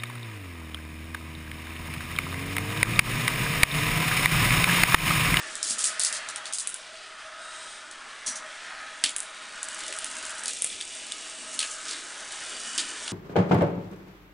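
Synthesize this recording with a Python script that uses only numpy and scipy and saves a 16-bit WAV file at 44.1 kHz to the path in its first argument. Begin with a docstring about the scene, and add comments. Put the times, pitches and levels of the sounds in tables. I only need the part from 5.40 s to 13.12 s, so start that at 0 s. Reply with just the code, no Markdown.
"""A carpeted living room: glass marbles are fed by hand into a plastic track, roll through cardboard tubes and
run out onto a carpet, clicking close to the mono microphone; clacks on the track sound with their own echoes.
Clicks are sharp pushes of air with skids, knocks, pings and a noisy room tail; rolling is uneven noise through
the tubes, track, ramp, glass and floor. Decaying sines make the rail, clamp and tube ring; a low wash lies below."""
import sys
import numpy as np
from scipy import signal
from scipy.fft import rfft, irfft, next_fast_len
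from scipy.io import wavfile
from scipy.ndimage import uniform_filter1d, map_coordinates

SR = 44100
rng = np.random.default_rng(int(sys.argv[2]) if len(sys.argv) > 2 else 0)


def file_out(sig):
    """Save sig as 16-bit WAV at sys.argv[1]."""
    # one column per channel
    cols = np.atleast_2d(sig).T
    # limit, then scale
    lim = np.clip(cols, -1, 1)
    pcm = np.round(lim * 32767).astype(np.int16)
    wavfile.write(sys.argv[1], SR, pcm)


N = 340452
MID_ROLL_DB = -47  # reference level for the floor rumble and the upper roar


def amp(db):
    """Decibels to amplitude."""
    return 10 ** (np.asarray(db) / 20)


def unit(x):
    """Scale to an RMS of 1."""
    return x / np.sqrt(np.mean(x ** 2) + 1e-20)


def filtered(x, response):
    """x times a complex response of frequency."""
    m = next_fast_len(len(x) + 2048)
    return irfft(rfft(x, m) * response(np.fft.rfftfreq(m, 1 / SR)), m)[:len(x)]


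def resonance(f, hz, width_hz):
    """One damped mode, gain 1 at its centre."""
    return 1j * f * width_hz / (hz * hz - f * f + 1j * f * width_hz)


def modes(table):
    """Response of a body with several modes, their powers added: rows (Hz, width Hz, dB)."""
    def response(f):
        return np.sqrt(sum(abs(amp(db) * resonance(f, hz, width)) ** 2 for hz, width, db in table))
    return response


def wash(table):
    """Response of a broad band, its (Hz, dB) points joined on a log frequency axis."""
    hz, db = np.transpose(table)

    def response(f):
        return amp(np.interp(np.log(f + 1), np.log(hz + 1), db))
    return response


def clicks(rows, echo_db, scrape_db, scrape_t60, knock_width_hz, ping_db, t60):
    """Glass on glass is one sharp push of air with no ring; it knocks and pings what lies under it and wakes the room."""
    # Echoes off furniture and walls: delays [s]
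    echo_s = [.0034, .0055, .0085, .0125, .0196, .0229, .0274]
    out, t = np.zeros(N + SR), np.arange(SR // 4) / SR
    lead = 40  # samples kept ahead of the push, as its symmetrical filter also spreads backwards
    echo_samples = np.round(np.multiply(echo_s, SR)).astype(int)
    for s, db, click_hz, knock_db, knock_hz, room_db in rows:
        paths = np.zeros(len(t))
        paths[0] = 1
        paths[echo_samples] = amp(echo_db + rng.normal(0, 1.6, len(echo_s)))

        # weak touches are glancing: less push, a stronger and longer skid
        glancing = np.clip((-db - 12.5) / 14, 0, 1)
        skid_decay = amp(-60 / (scrape_t60 * (1 + 0.53 * glancing)) / SR)
        skid = amp(scrape_db - 3.87 * (1 - glancing)) * signal.lfilter([1], [1, -skid_decay], paths)

        spiky_db = 1.5 * rng.standard_normal(len(t)) * np.exp(-t / 0.01)  # single echoes stand out at first
        room = amp(room_db - 60 * t / t60 + spiky_db) * (1 - np.exp(-(t / 0.0075) ** 2))
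        push = amp(-7 * glancing) * paths + np.hypot(skid, room) * rng.standard_normal(len(t))

        def colour(f):
            click = 2.75 * abs(resonance(f, click_hz, 6600)) ** 3
            knock = 4.36 * amp(knock_db) * abs(resonance(f, knock_hz, knock_width_hz)) ** 3
            ping = resonance(f, knock_hz, 350) + 0.48 * resonance(f, 1.39 * knock_hz, 330)
            return np.hypot(click, knock) + amp(knock_db + ping_db) * ping

        start = round(s * SR) - lead + 12
        out[start:][:len(t) + lead] += amp(db) * filtered(np.pad(push, (lead, 0)), colour)
    return out[:N]


def carpet_pile():
    """Marbles meet on the carpet, close to the microphone: bright pushes with short skids."""
    # Marbles meeting: (time [s], click level [dB], knock pitch [Hz])
    meetings = [(0.5961, 3.5, 4300), (1.2733, 0, 2750), (1.343, -7.5, 3700), (3.764, 0, 2600),
                (3.8037, -6, 2900), (4.5878, -8, 3500), (5.2217, 1.5, 2860), (5.2447, 3, 2840)]
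    # Level of each echo, before random variation [dB]
    echo_db = [-13, -13, -44, -44, -12.5, -31, -16]
    rows = [(s, db, 9265.5, -17, knock_hz, -36) for s, db, knock_hz in meetings]
    return clicks(rows, echo_db, scrape_db=-17.0, scrape_t60=0.0095, knock_width_hz=4700, ping_db=-8, t60=0.32)


def rattle_touches():
    """Jostling marbles make quick runs of small touches, uneven in time, level and pitch."""
    # Runs: (start [s], length [s], middle touch level [dB], middle knock setting [dB], middle knock pitch [Hz])
    rattles = [(0.234, 0.043, -20.5, -9.5, 4700), (0.272, 0.033, -21.5, -8, 4800),
               (0.296, 0.034, -16.5, -10.5, 5100), (0.38, 0.047, -16.5, -10, 4600),
               (0.442, 0.042, -12.5, -13, 4770), (0.598, 0.031, -17, -6.5, 4640),
               (0.645, 0.034, -15.5, -9, 4930), (0.732, 0.042, -24.5, -8, 4630),
               (0.887, 0.03, -36, -6, 3680), (1.058, 0.026, -36, -3.5, 4330),
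               (1.134, 0.022, -25, -15, 4700), (1.185, 0.03, -21, -23, 4650), (2.864, 0.04, -19, -13, 4270),
               (2.951, 0.026, -31.5, -13, 4400), (3.651, 0.04, -29.5, -1.5, 3200),
               (4.297, 0.24, -32, -16, 3680), (4.662, 0.34, -23, -17, 3180), (5.079, 0.04, -31.5, -4, 3500),
               (6.129, 0.027, -34, -17, 3200), (6.194, 0.08, -24, -7, 2930), (6.298, 0.05, -28, -22, 3400),
               (6.484, 0.051, -31, -3, 4350), (7.382, 0.032, -25, -3.5, 3330)]
    touches = 9  # in each run
    run_fade_db = -6.5  # slope over the whole run length
    rows = []
    for s, span, db, knock_db, knock_hz in rattles:
        when, size = rng.random(touches), rng.standard_normal((touches, 3))
        for k, (level, knock, pitch) in enumerate(size):
            time = s + span * (k + when[k]) / touches
            touch_db = db + run_fade_db * (k / touches - 0.5) + 0.5 * level
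            rows.append((time, touch_db, knock_db + 3 * knock, knock_hz * (1 + 0.08 * pitch), -24.5))
    return rows


def clatter():
    """Marbles clack in the hand, on the track and at its joints; weaker touches have a lower click centre."""
    # Single clacks: (time [s], click level [dB], knock setting [dB], knock pitch [Hz])
    clacks = [(0.1542, -13, -20, 4100), (0.229, -6.5, -6, 5500), (0.2701, -21, -19, 3700),
              (0.2875, -18, -10, 4740), (0.308, -11, -14, 4750), (0.3906, -9, -23, 4600),
              (0.438, -11, -11, 4200), (0.442, -2, -13.5, 3830), (0.4564, -9.5, -18, 5000),
              (0.616, -16, -9, 4260), (0.6352, -2.5, -18, 4500), (0.6485, -2.5, -13, 5100),
              (0.6674, -23, -3, 5030), (0.7265, -9, -8, 5240), (0.8877, -14, -14, 3570),
              (0.9598, -13, -11.5, 3950), (1.0558, -25, -2, 3400), (1.1258, -17, -9, 3520),
              (1.1351, -7, -19, 4830), (1.1465, -19, -20, 4700), (1.175, -20, -20, 3700),
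              (1.185, -8.5, -10, 4700), (2.512, -28, -9, 3600), (2.8637, -23, -25, 3760),
              (2.8702, -22, -3, 4100), (3.6391, -1.5, -3, 3560), (3.644, -10.5, 0, 3230),
              (3.6938, -13.5, -18, 3470), (4.23, -11, -16.5, 3200), (4.2862, -17, -11, 3100),
              (4.3458, -21, -17, 3600), (4.3906, -22.5, -11, 4000), (4.4646, -22, -14, 4100),
              (4.481, -21, -6, 3600), (4.506, -29, -7, 3500), (4.5252, -16, -5, 2850),
              (4.5645, -19, -16, 3100), (4.6217, -27, -18, 3300), (4.6444, -11.5, -16, 2500),
              (4.701, -26, -22, 2980), (4.4057, -26, -9, 3700), (4.4362, -25, -4, 3400),
              (4.538, -27, -13, 3380), (4.7537, -26, -22, 3780), (4.8522, -19, -21, 3500),
              (4.905, -20, -10, 2810), (4.994, -22, -20, 2370), (5.036, -14, -25, 2250),
              (5.058, -11, -7, 4670), (5.0809, -9, -12, 4070), (5.1071, -23, -13, 3480),
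              (5.134, -14, -22, 4000), (5.1692, -17, -16, 3700), (5.4109, -17.5, -6, 3340),
              (5.551, -23.5, -20, 3500), (5.6676, -28, -7, 3080), (5.7209, -17, -8, 3570),
              (6.1407, -22, -23, 3000), (6.1485, -21, -21, 3200), (6.1914, -3.5, -7.5, 4170),
              (6.2048, -23, 0.5, 2920), (6.228, -18, -1.5, 2970), (6.454, -28.5, -2, 4940),
              (6.4832, -25, 0.5, 4100), (6.5107, -21, 0.5, 4700), (6.921, -22, -11, 3000),
              (7.3787, -10, -2.5, 4540), (7.3823, -8.5, -9, 3170), (7.678, -18.5, -1, 3380)]
    # Level of each echo, before random variation [dB]
    echo_db = [-14, -31, -14, -9, -11, -14.5, -23.5]
    click_hz, brighter_hz_per_db = 8882.1, 38.34  # click centre at 0 dB, and its rise with level
    touches = [(*clack, -32.5) for clack in clacks] + rattle_touches()
    rows = [(s, db, click_hz + brighter_hz_per_db * db, *rest) for s, db, *rest in touches]
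    return clicks(rows, echo_db, scrape_db=-8.5, scrape_t60=0.011, knock_width_hz=5100, ping_db=11.5, t60=0.24)


def pings():
    """The plastic rail rings for a few milliseconds in two modes."""
    # A marble against the rail: (time [s], level [dB], lower mode [Hz])
    rail_pings = [(5.301, -29.5, 3550), (5.405, -31, 3600), (5.411, -29, 3200), (5.423, -31, 4600),
                  (5.7205, -29, 3580), (7.678, -58, 3400), (7.678, -29, 2780)]
    out, t = np.zeros(N + SR), np.arange(SR // 20) / SR
    for s, db, hz in rail_pings:
        ring = np.sin(2 * np.pi * hz * t) + 0.39 * np.sin(2 * np.pi * 1.5 * hz * t)
        envelope = amp(db - 60 * (t / 0.01) ** 2) * (1 - np.exp(-t / 0.00015))
        out[round(s * SR):][:len(t)] += envelope * ring
    return out[:N]


def clamp():
    """A small, loose metal part of the ramp rings roughly, its modes at new strengths with each touch."""
    # Modes of the clamp: (pitch [Hz], level before variation [dB], time to fall 60 dB [s])
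    clamp_modes = [(4070, -14, .08), (4570, -10, .15), (5880, 3, 0.27), (6500, 1, 0.11), (8360, -6, .09),
                   (9700, -6, 0.13)]
    # A marble rattles it: (time [s], level [dB])
    clamp_hits = [(2.862, -37), (2.871, -32.5), (2.879, -34), (2.957, -41.5)]
    out, t = np.zeros(N + SR), np.arange(SR // 4) / SR
    for s, db in clamp_hits:
        for hz, mode_db, t60 in clamp_modes:
            drift = 0.14 * np.cumsum(rng.standard_normal(len(t)))  # wandering phase roughens the tone
            envelope = amp(db + mode_db + rng.normal(0, 2.3) - 60 * t / t60)
            out[round(s * SR):][:len(t)] += envelope * np.sin(2 * np.pi * hz * t + drift)
    return out[:N]


def wobble(rate):
    """A smooth random curve, rate knots a second."""
    return map_coordinates(rng.standard_normal(int(N * rate / SR) + 4), [np.arange(N) * rate / SR])


def grit():
    """Tiny bumps under a rolling ball: noise of uneven sizes; its level flutters and its colour drifts in patches."""
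    flutter_db = 0.96 * (wobble(6) + wobble(30))
    bumps = rng.standard_normal(N) * amp(3.24 * rng.standard_normal(N) + flutter_db)
    spectra = signal.stft(bumps, nperseg=1024)[2]
    across_pitch = uniform_filter1d(rng.standard_normal(spectra.shape), size=3, axis=0)
    patches = uniform_filter1d(across_pitch, size=20, axis=1)
    return signal.istft(spectra * amp(2.4 * unit(patches)), nperseg=1024)[1][:N]


def rolled(body, level_db, ticks=0):
    """The bumps of rolling drive one body, heard at a changing level."""
    return amp(level_db) * unit(filtered(grit() + ticks, body))


def level_curves(table):
    """One level curve for each column after the time, joined by straight lines in dB."""
    s, *columns = np.transpose(table)
    return [np.interp(np.arange(N) / SR, s, db) for db in columns]


def rolling_in_tubes():
    """Marbles inside the tubes drive the cardboard and its air column; a louder roar is also brighter."""
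    # Rolling, cut short when a marble leaves: (time [s], cardboard roar [dB], song of the air column [dB])
    in_tubes = [(0, -41.5, -50.5), (0.3, -45, -48.5), (0.75, -42, -47.5), (1.119, -44.5, -47.5),
                (1.14, -48.5, -58), (1.4, -50, -56.5), (2.0, -46, -49.5), (2.3, -47.5, -49),
                (2.75, -46, -56.5), (2.95, -44, -47), (3.45, -43.5, -48.5), (3.7, -46, -51.5),
                (4.3, -45, -52.5), (4.95, -43, -49), (5.1, -43, -54), (5.12, -56.5, -59.5), (5.6, -53, -55),
                (6.45, -46, -50.5), (7.0, -47, -54.5), (7.72, -46, -48)]
    # Air column: (centre [Hz], width [Hz], relative level [dB])
    air_modes = [(635.7, 25, 0), (824, 7.3, -4), (1271.3, 20, 4), (1431, 27, -6), (1806, 13, -24.5)]
    # Cardboard wall: (frequency [Hz], relative level [dB])
    roar_band = [(400, -29.5), (600, -15.5), (1150, -6), (1450, -1), (1700, -1), (1950, -5), (2300, -13.5),
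                 (3000, -30), (5000, -74)]
    # Upper band of the cardboard: (centre [Hz], width [Hz], relative level [dB])
    upper_band = [(1896, 690, 0)]
    roar_db, song_db = level_curves(in_tubes)
    upper_db = -55 + 2.26 * (roar_db - MID_ROLL_DB)  # grows faster than the rest
    return rolled(modes(air_modes), song_db) + rolled(wash(roar_band), roar_db) + rolled(modes(upper_band), upper_db)


def rolling_in_open():
    """Marbles in the open hiss at the glass contact and whirr on the track; the floor rumbles along with the hiss."""
    # Rolling: (time [s], glass hiss [dB], track whirr [dB])
    in_open = [(0, -44.5, -44), (0.5, -50, -41.5), (1.2, -54, -46.5), (1.55, -54, -47.5),
               (1.95, -58.5, -49.5), (2.2, -49.5, -45.5), (2.6, -55.5, -47.5), (3.0, -54, -48),
               (3.5, -53.5, -46), (4.2, -48.5, -45), (4.45, -47, -43), (4.95, -46, -44), (5.2, -40.5, -42),
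               (5.6, -43.5, -44.5), (6.1, -41.5, -45.5), (6.701, -43.5, -43), (7.2, -39, -42.5),
               (7.72, -40, -41)]
    # Glass contact, track and floor: (frequency [Hz], relative level [dB])
    hiss_band, whirr_band, rumble_band = [(3500, -14), (5500, 5), (6500, 6.5), (8500, 8), (9800, 3),
                                          (11000, -6)], [(1500, -15.5), (2300, 0), (3300, 0.5), (4500, -3.5),
                                                        (5800, -7), (7500, -15.5)], [(120, -48), (210, -0.5), (300, 2),
                                                                       (480, -1), (700, -4.5), (1050, -8.5),
                                                                       (1500, -33)]
    hiss_db, whirr_db = level_curves(in_open)
    rumble_db = -59 + 0.56 * (hiss_db - MID_ROLL_DB)  # takes a share of the hiss's swings
    # specks of dirt tick against the glass, about 90 a second
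    ticks = (rng.random(N) < 90 / SR) * amp(23.5 + rng.normal(0, 1.7, N))
    hiss = rolled(wash(hiss_band), hiss_db, ticks)
    return hiss + rolled(wash(whirr_band), whirr_db) + rolled(wash(rumble_band), rumble_db)


def passes(rows):
    """Level in dB: rise, hold, fall for each pass over a faint idle."""
    fade_s, idle_db = 0.097, -62
    t = np.arange(N) / SR
    power = amp(2 * idle_db)
    for s, span, db in rows:
        gate = np.interp(t, [s - fade_s, s, s + span, s + span + fade_s], [0, 1, 1, 0])
        power = power + amp(2 * db) * gate ** 2
    return 10 * np.log10(power)


def singing_parts():
    """A marble sets the track or the ramp singing in its modes while it is on it."""
    # Passes over each part: (start [s], length [s], level [dB])
    on_track, on_ramp = [(4.3, 0.7, -53), (5.5, 0.59, -50), (6.0, 0.9, -57), (7.15, 0.36, -44)], [(0, 0.55, -51), (2.05, 0.3, -47.5), (4.0, 1.3, -56),
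                                           (5.4, 6.2, -55)]
    # Modes of each part: (centre [Hz], width [Hz], relative level [dB])
    track_modes, ramp_modes = [(2400, 78, 0), (2916, 100, 10.5), (4600, 120, 5.5), (7280, 180, -1)], [(3720, 100, 3.5), (3800, 100, 4), (5040, 150, 0),
                                              (6700, 240, -6), (8550, 620, 0)]
    return rolled(modes(track_modes), passes(on_track)) + rolled(modes(ramp_modes), passes(on_ramp))


def thuds():
    """A marble drops on a tube: the cardboard wall booms briefly in two low modes and a weaker high one."""
    # Drops: (time [s], level setting [dB], main mode [Hz])
    drops = [(.305, -43, 240), (2.88, -45, 255), (3.642, -44.5, 297), (4.485, -38.5, 629), (4.50, -45, 409),
             (5.0, -43, 863), (6.15, -47, 282), (7.379, -41.5, 333)]
    out, t = np.zeros(N + SR), np.arange(SR // 3) / SR
    for s, db, hz in drops:
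        boom = sum(gain * np.sin(2 * np.pi * ratio * hz * t) for ratio, gain in [(1, 1), (0.87, 0.7), (2.9, 0.24)])
        envelope = amp(db - 2 - 60 * t / 0.23) * (1 - np.exp(-t / 0.0016))
        out[round(s * SR):][:len(t)] += envelope * boom
    return out[:N]


def still_room():
    """The still room and the microphone leave a faint low wash of filtered noise under everything."""
    # Wash: (frequency [Hz], relative level [dB])
    air_band = [(15, 20), (28, 2), (50, -5), (100, -3), (200, -39), (300, -47)]
    return amp(-69.5) * unit(filtered(rng.standard_normal(N), wash(air_band)))


def scene():
    """All sources meet at the one microphone, the same on both channels."""
    marbles = carpet_pile() + clatter() + pings() + clamp()
    rolling = rolling_in_tubes() + rolling_in_open() + singing_parts()
    return np.tile(marbles + rolling + thuds() + still_room(), (2, 1))


def record(dry):
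    """The input rounds off the hardest clacks; the camera's band ends in a steep slope."""
    full_scale, top_hz = 0.8, 10450
    rounded = dry / (1 + abs(dry / full_scale) ** 6) ** (1 / 6)

    def edge(f):
        return 1 / np.sqrt(1 + (f / top_hz) ** 108) * (f < 1.3 * top_hz)
    return np.array([filtered(side, edge) for side in rounded])


dry = scene()
out = record(dry)
file_out(out)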